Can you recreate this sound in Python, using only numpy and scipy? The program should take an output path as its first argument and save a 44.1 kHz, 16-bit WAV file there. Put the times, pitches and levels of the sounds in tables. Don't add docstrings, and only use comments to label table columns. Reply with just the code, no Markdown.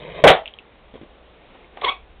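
import sys
import numpy as np
from scipy import signal
from scipy.fft import rfft, irfft
from scipy.io import wavfile
from scipy.ndimage import uniform_filter1d

SR = 44100
rng = np.random.default_rng(int(sys.argv[2]) if len(sys.argv) > 2 else 0)


def store_wav(level_fs):
    pcm = np.round(np.clip(np.atleast_2d(level_fs), -1, 1) * 32767)
    wavfile.write(sys.argv[1], SR, pcm.T.astype(np.int16))


def decibels_to_gain(level_db):
    exponent = np.asarray(level_db, float) / 20
    return 10 ** exponent


N = 97020
EVENT_LEN = 9000


def level(x, db):
    return x * decibels_to_gain(db) / np.sqrt(np.mean(x ** 2))


def curve(table, col, outside=None):
    rows = np.array(table)
    return np.interp(np.arange(N) / SR, rows[:, 0], rows[:, col], left=outside, right=outside)


def across(table, hz):
    rows = np.array(table)
    return np.interp(np.log(hz), np.log(rows[:, 0]), rows[:, 1])


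def walk(rate_hz):
    k = int(SR / rate_hz)
    steps = np.repeat(rng.standard_normal(N // k + 1), k)
    return 1.3 * uniform_filter1d(uniform_filter1d(steps, k), k)[:N]


def fade(t60_s, size=EVENT_LEN):
    return np.exp(-np.log(1000) * np.arange(size) / SR / t60_s)


def add(track, s, x):
    i = int(s * SR)
    track[i:i + len(x)] += x[:N - i]


def ring(hz, t60_s, sag_per_s=0):
    t = np.arange(EVENT_LEN) / SR
    cycles = hz * np.cumsum(1 / (1 + sag_per_s * t)) / SR
    return fade(t60_s) * np.sin(2 * np.pi * cycles)


def steep(noise, hz, width_hz):
    edges_hz = [hz - width_hz / 2, hz + width_hz / 2]
    shape = signal.butter(2, edges_hz, "band", fs=SR, output="sos")
    return level(signal.sosfilt(shape, noise), 0)


def floor():
    # f/Hz, density/dB
    fan = [(15, -11.5), (25, 1), (65, -7), (129, -16), (506, -11), (1690, -23), (2300, -22), (4600, -27.5)]
    # t/s, lift over the floor/dB
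    rustle = [(.6, 1), (.85, -0.5), (.95, -0.5), (1.15, 1), (1.4, 0.25), (1.55, 3.5), (1.7, 0), (1.8, 6.5),
              (2.0, -0.5)]
    # t/s, level/dB
    settle = [(0, 3.5), (.3, 3), (.65, -8), (.9, 1.5), (1.7, -3), (2.0, 4.5), (2.2, 5.5)]
    fan_db, hum_hz, hum_db = -49.5, 59, -54.5
    lift_db, low_db = curve(rustle, 1), curve(settle, 1)
    wash = 0
    for hz in 22 * 2 ** np.arange(0, 7.9, 1 / 3):
        db = across(fan, hz) + 0.87 * walk(4) + lift_db * min(hz / 400, 1) + low_db * (hz < 110)
        wash = wash + steep(rng.standard_normal(N), hz, hz / 4) * decibels_to_gain(db) * np.sqrt(hz)
    hum = np.sin(2 * np.pi * hum_hz * np.arange(N) / SR)
    return level(wash, fan_db) + hum * decibels_to_gain(hum_db + low_db + 1.5 * walk(5.5))


def room():
    # f/Hz, density/dB
    colour = [(40, -33.5), (110, -18.5), (300, -12.5), (700, 0.5), (1100, -9), (1500, -10), (2250, -8.5),
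              (3600, -15.5)]
    # f/Hz, t60/s
    decay = [(100, .24), (300, 0.14), (700, 0.24), (1500, 0.18), (2500, 0.19), (4000, 0.2)]
    size, tail = 20000, 0
    for hz in 50 * 2 ** np.arange(0, 6.6, 1 / 3):
        noise = steep(rng.standard_normal(size), hz, hz / 4)
        tail = tail + noise * decibels_to_gain(across(colour, hz)) * np.sqrt(hz) * fade(across(decay, hz), size)
    return tail / np.sqrt(np.sum(tail ** 2))


def creak():
    # t/s, level/dB
    pull = [
        (0, -36.5),
        (.06, -37),
        (.13, -35.5),
        (.195, -32.5),
        (.215, -35),
        (.227, -36.5),
        (.24, -39.5),
    ]
    # f/Hz, width/Hz, level/dB
    modes = [(156, 60, -5), (540, 280, 4), (900, 400, -5), (1450, 500, -11), (2250, 700, -6),
             (3100, 600, -9.5), (3650, 400, -12)]
    slips_per_s, scatter_db = 2500, 2
    slips = (rng.random(N) < slips_per_s / SR) * rng.standard_normal(N)
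    body = sum(decibels_to_gain(db + scatter_db * walk(64)) * steep(slips, hz, width_hz) for hz, width_hz, db in modes)
    hiss = decibels_to_gain(-12) * steep(slips, 3800, 4200)
    return level(body + hiss, 0) * decibels_to_gain(curve(pull, 1, -92.5))


def ticks():
    # t/s, peak/dB, pitch f/Hz
    snaps = [(.4578, -21, 2800), (.464, -29, 2600), (.4775, -21, 3100), (.484, -32, 2600),
             (.5385, -30, 3200), (.588, -27, 2800), (.594, -37, 2600), (1.645, -43, 2200),
             (1.772, -38, 3100), (1.774, -33, 2000), (1.814, -29, 3300), (1.8165, -25, 2100),
             (1.818, -26, 3800)]
    t60_s, rise_s, gain = .0065, .003, 2.4
    width_hz, tail_gain, tail_t60_s = 1900, 0.07, 0.078
    out = np.zeros(N)
    for s, db, hz in snaps:
        snap = ring(hz, t60_s) * (1 - fade(rise_s))
        tail = steep(rng.standard_normal(EVENT_LEN), hz, width_hz) * fade(tail_t60_s)
        add(out, s, decibels_to_gain(db) * (gain * snap + tail_gain * tail))
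    return out


def pats():
    # t/s, peak/dB, pitch f/Hz
    touches = [(.9395, -29.5, 360), (0.947, -34, 260), (.955, -27.5, 470), (.962, -41, 390),
               (.977, -42.5, 780), (1.0135, -29.5, 260), (1.032, -32.5, 298), (1.062, -42, 496),
               (1.552, -36.5, 620), (1.772, -28.5, 748), (1.82, -22.5, 748), (1.847, -32.5, 120)]
    t60_s, rise_s, skin_db = 0.012, 0.0029, -19
    out = np.zeros(N)
    for s, db, hz in touches:
        noise = rng.standard_normal((2, EVENT_LEN))
        hollow = ring(hz, t60_s) + 0.24 * steep(noise[0], 0.95 * hz, hz) * fade(0.077)
        skin = decibels_to_gain(skin_db) * steep(noise[1], 2800, 2200) * fade(0.055)
        add(out, s, decibels_to_gain(db) * (1 - fade(rise_s)) * (1.52 * hollow + skin))
    return out


def squeak():
    # t/s, level/dB, slip rate f/Hz
    rub = [
        (1.828, -40, 1104),
        (1.838, -25, 1116),
        (1.85, -15.5, 1089),
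        (1.855, -25.5, 1055),
        (1.871, -25, 978),
        (1.883, -21.5, 1068),
        (1.897, -20, 1154),
        (1.903, -32.5, 1181),
        (1.93, -36, 1210),
    ]
    # multiple of slip rate, start level/dB, end level/dB
    partials = [(.5, -9.5, -35), (1, -0.5, -2), (2, -6, 4), (3, -8.5, 2.5)]
    jitter, flutter_db, rasp_db = .04, 2.5, 2.5
    bite, bite_from_db = .5, -18
    phase = 2 * np.pi * np.cumsum(curve(rub, 2) * (1 + jitter * walk(300))) / SR
    start_s, end_s = rub[0][0], rub[-2][0]
    along = np.clip((np.arange(N) / SR - start_s) / (end_s - start_s), 0, 1) ** 2
    press_db = curve(rub, 1) - bite_from_db
    tone = 0
    for k, start_db, end_db in partials:
        db = start_db + (end_db - start_db) * along
        db = db + max(k - 1, 0) * bite * press_db + flutter_db * walk(150)
        tone = tone + decibels_to_gain(db) * np.sin(k * phase)
    rasp = steep(rng.standard_normal(N), 4400, 4400) * decibels_to_gain(rasp_db + walk(200))
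    low_rasp = decibels_to_gain(-8) * steep(rng.standard_normal(N), 754, 760)
    return (tone + 0.41 * rasp + low_rasp) * decibels_to_gain(curve(rub, 1, -70))


def bursts():
    # t/s, level/dB, ring f/Hz, ring t60/s, crack/dB
    chambers = [
        (.2392, 17.5, 653.7, 0.057, -22),
        (.2705, 11.5, 726.6, .05, -11.5),
        (.2772, -1, 615, .04, 9),
        (.287, -2.5, 648, .04, 1),
        (.302, 4, 752, 0.051, -6.5),
    ]
    crack_hz, crack_width_hz, crack_t60_s = 2780, 2800, 0.037
    thump_hz, thump_db, sag_per_s = 158.5, -21, 23.7
    boom_hz, boom_width_hz, boom_db = 569, 525, -10
    slap_db, boom_room_db = 6, -17
    out, slap = np.zeros(N), np.zeros(N)
    for s, db, hz, t60_s, crack_db in chambers:
        noise = rng.standard_normal((2, EVENT_LEN))
        crack = steep(noise[0], crack_hz, crack_width_hz) * fade(crack_t60_s)
        boom = steep(noise[1], boom_hz, boom_width_hz) * fade(1.7 * t60_s)
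        air = ring(hz, t60_s, sag_per_s) + decibels_to_gain(thump_db) * ring(thump_hz, .08)
        add(out, s, decibels_to_gain(db) * (decibels_to_gain(boom_db) * boom - air + decibels_to_gain(crack_db) * crack))
        flat_slap = decibels_to_gain(crack_db + slap_db) * noise[0] * fade(0.005)
        add(slap, s, decibels_to_gain(db) * (flat_slap + decibels_to_gain(boom_room_db + boom_db) * boom))
    return out, slap


def scene():
    tick_wet_db, hand_wet_db = -19, -13.5
    pop, slap = bursts()
    snaps, hands, echo = ticks(), pats() + squeak(), room()
    bright = signal.lfilter([1, -.9], [1], echo)
    bright = bright / np.sqrt(np.sum(bright ** 2))
    send = decibels_to_gain(tick_wet_db) * snaps + decibels_to_gain(hand_wet_db) * hands
    wet = signal.fftconvolve(slap, echo)[:N] + signal.fftconvolve(send, bright)[:N]
    return (pop + snaps + hands + wet + creak() + floor())[None]


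def roll_off(x):
    return signal.sosfilt(signal.butter(12, 16470, fs=SR, output="sos"), x)


def record(dry):
    # f/Hz, gain/dB
    passband = [(20, -0.5), (3650, 0.5), (3850, -3), (4020, -12.5), (4200, -12), (4450, -23), (4600, -45),
                (4750, -95.5)]
    overload, ceiling = .68, .708
    x = np.clip(dry, -overload, overload)
    gain_db = across(passband, np.fft.rfftfreq(N, 1 / SR) + 1)
    x = irfft(rfft(x) * decibels_to_gain(gain_db), N)
    return roll_off(np.clip(x, -ceiling, ceiling))


dry = scene()
out = record(dry)
store_wav(out)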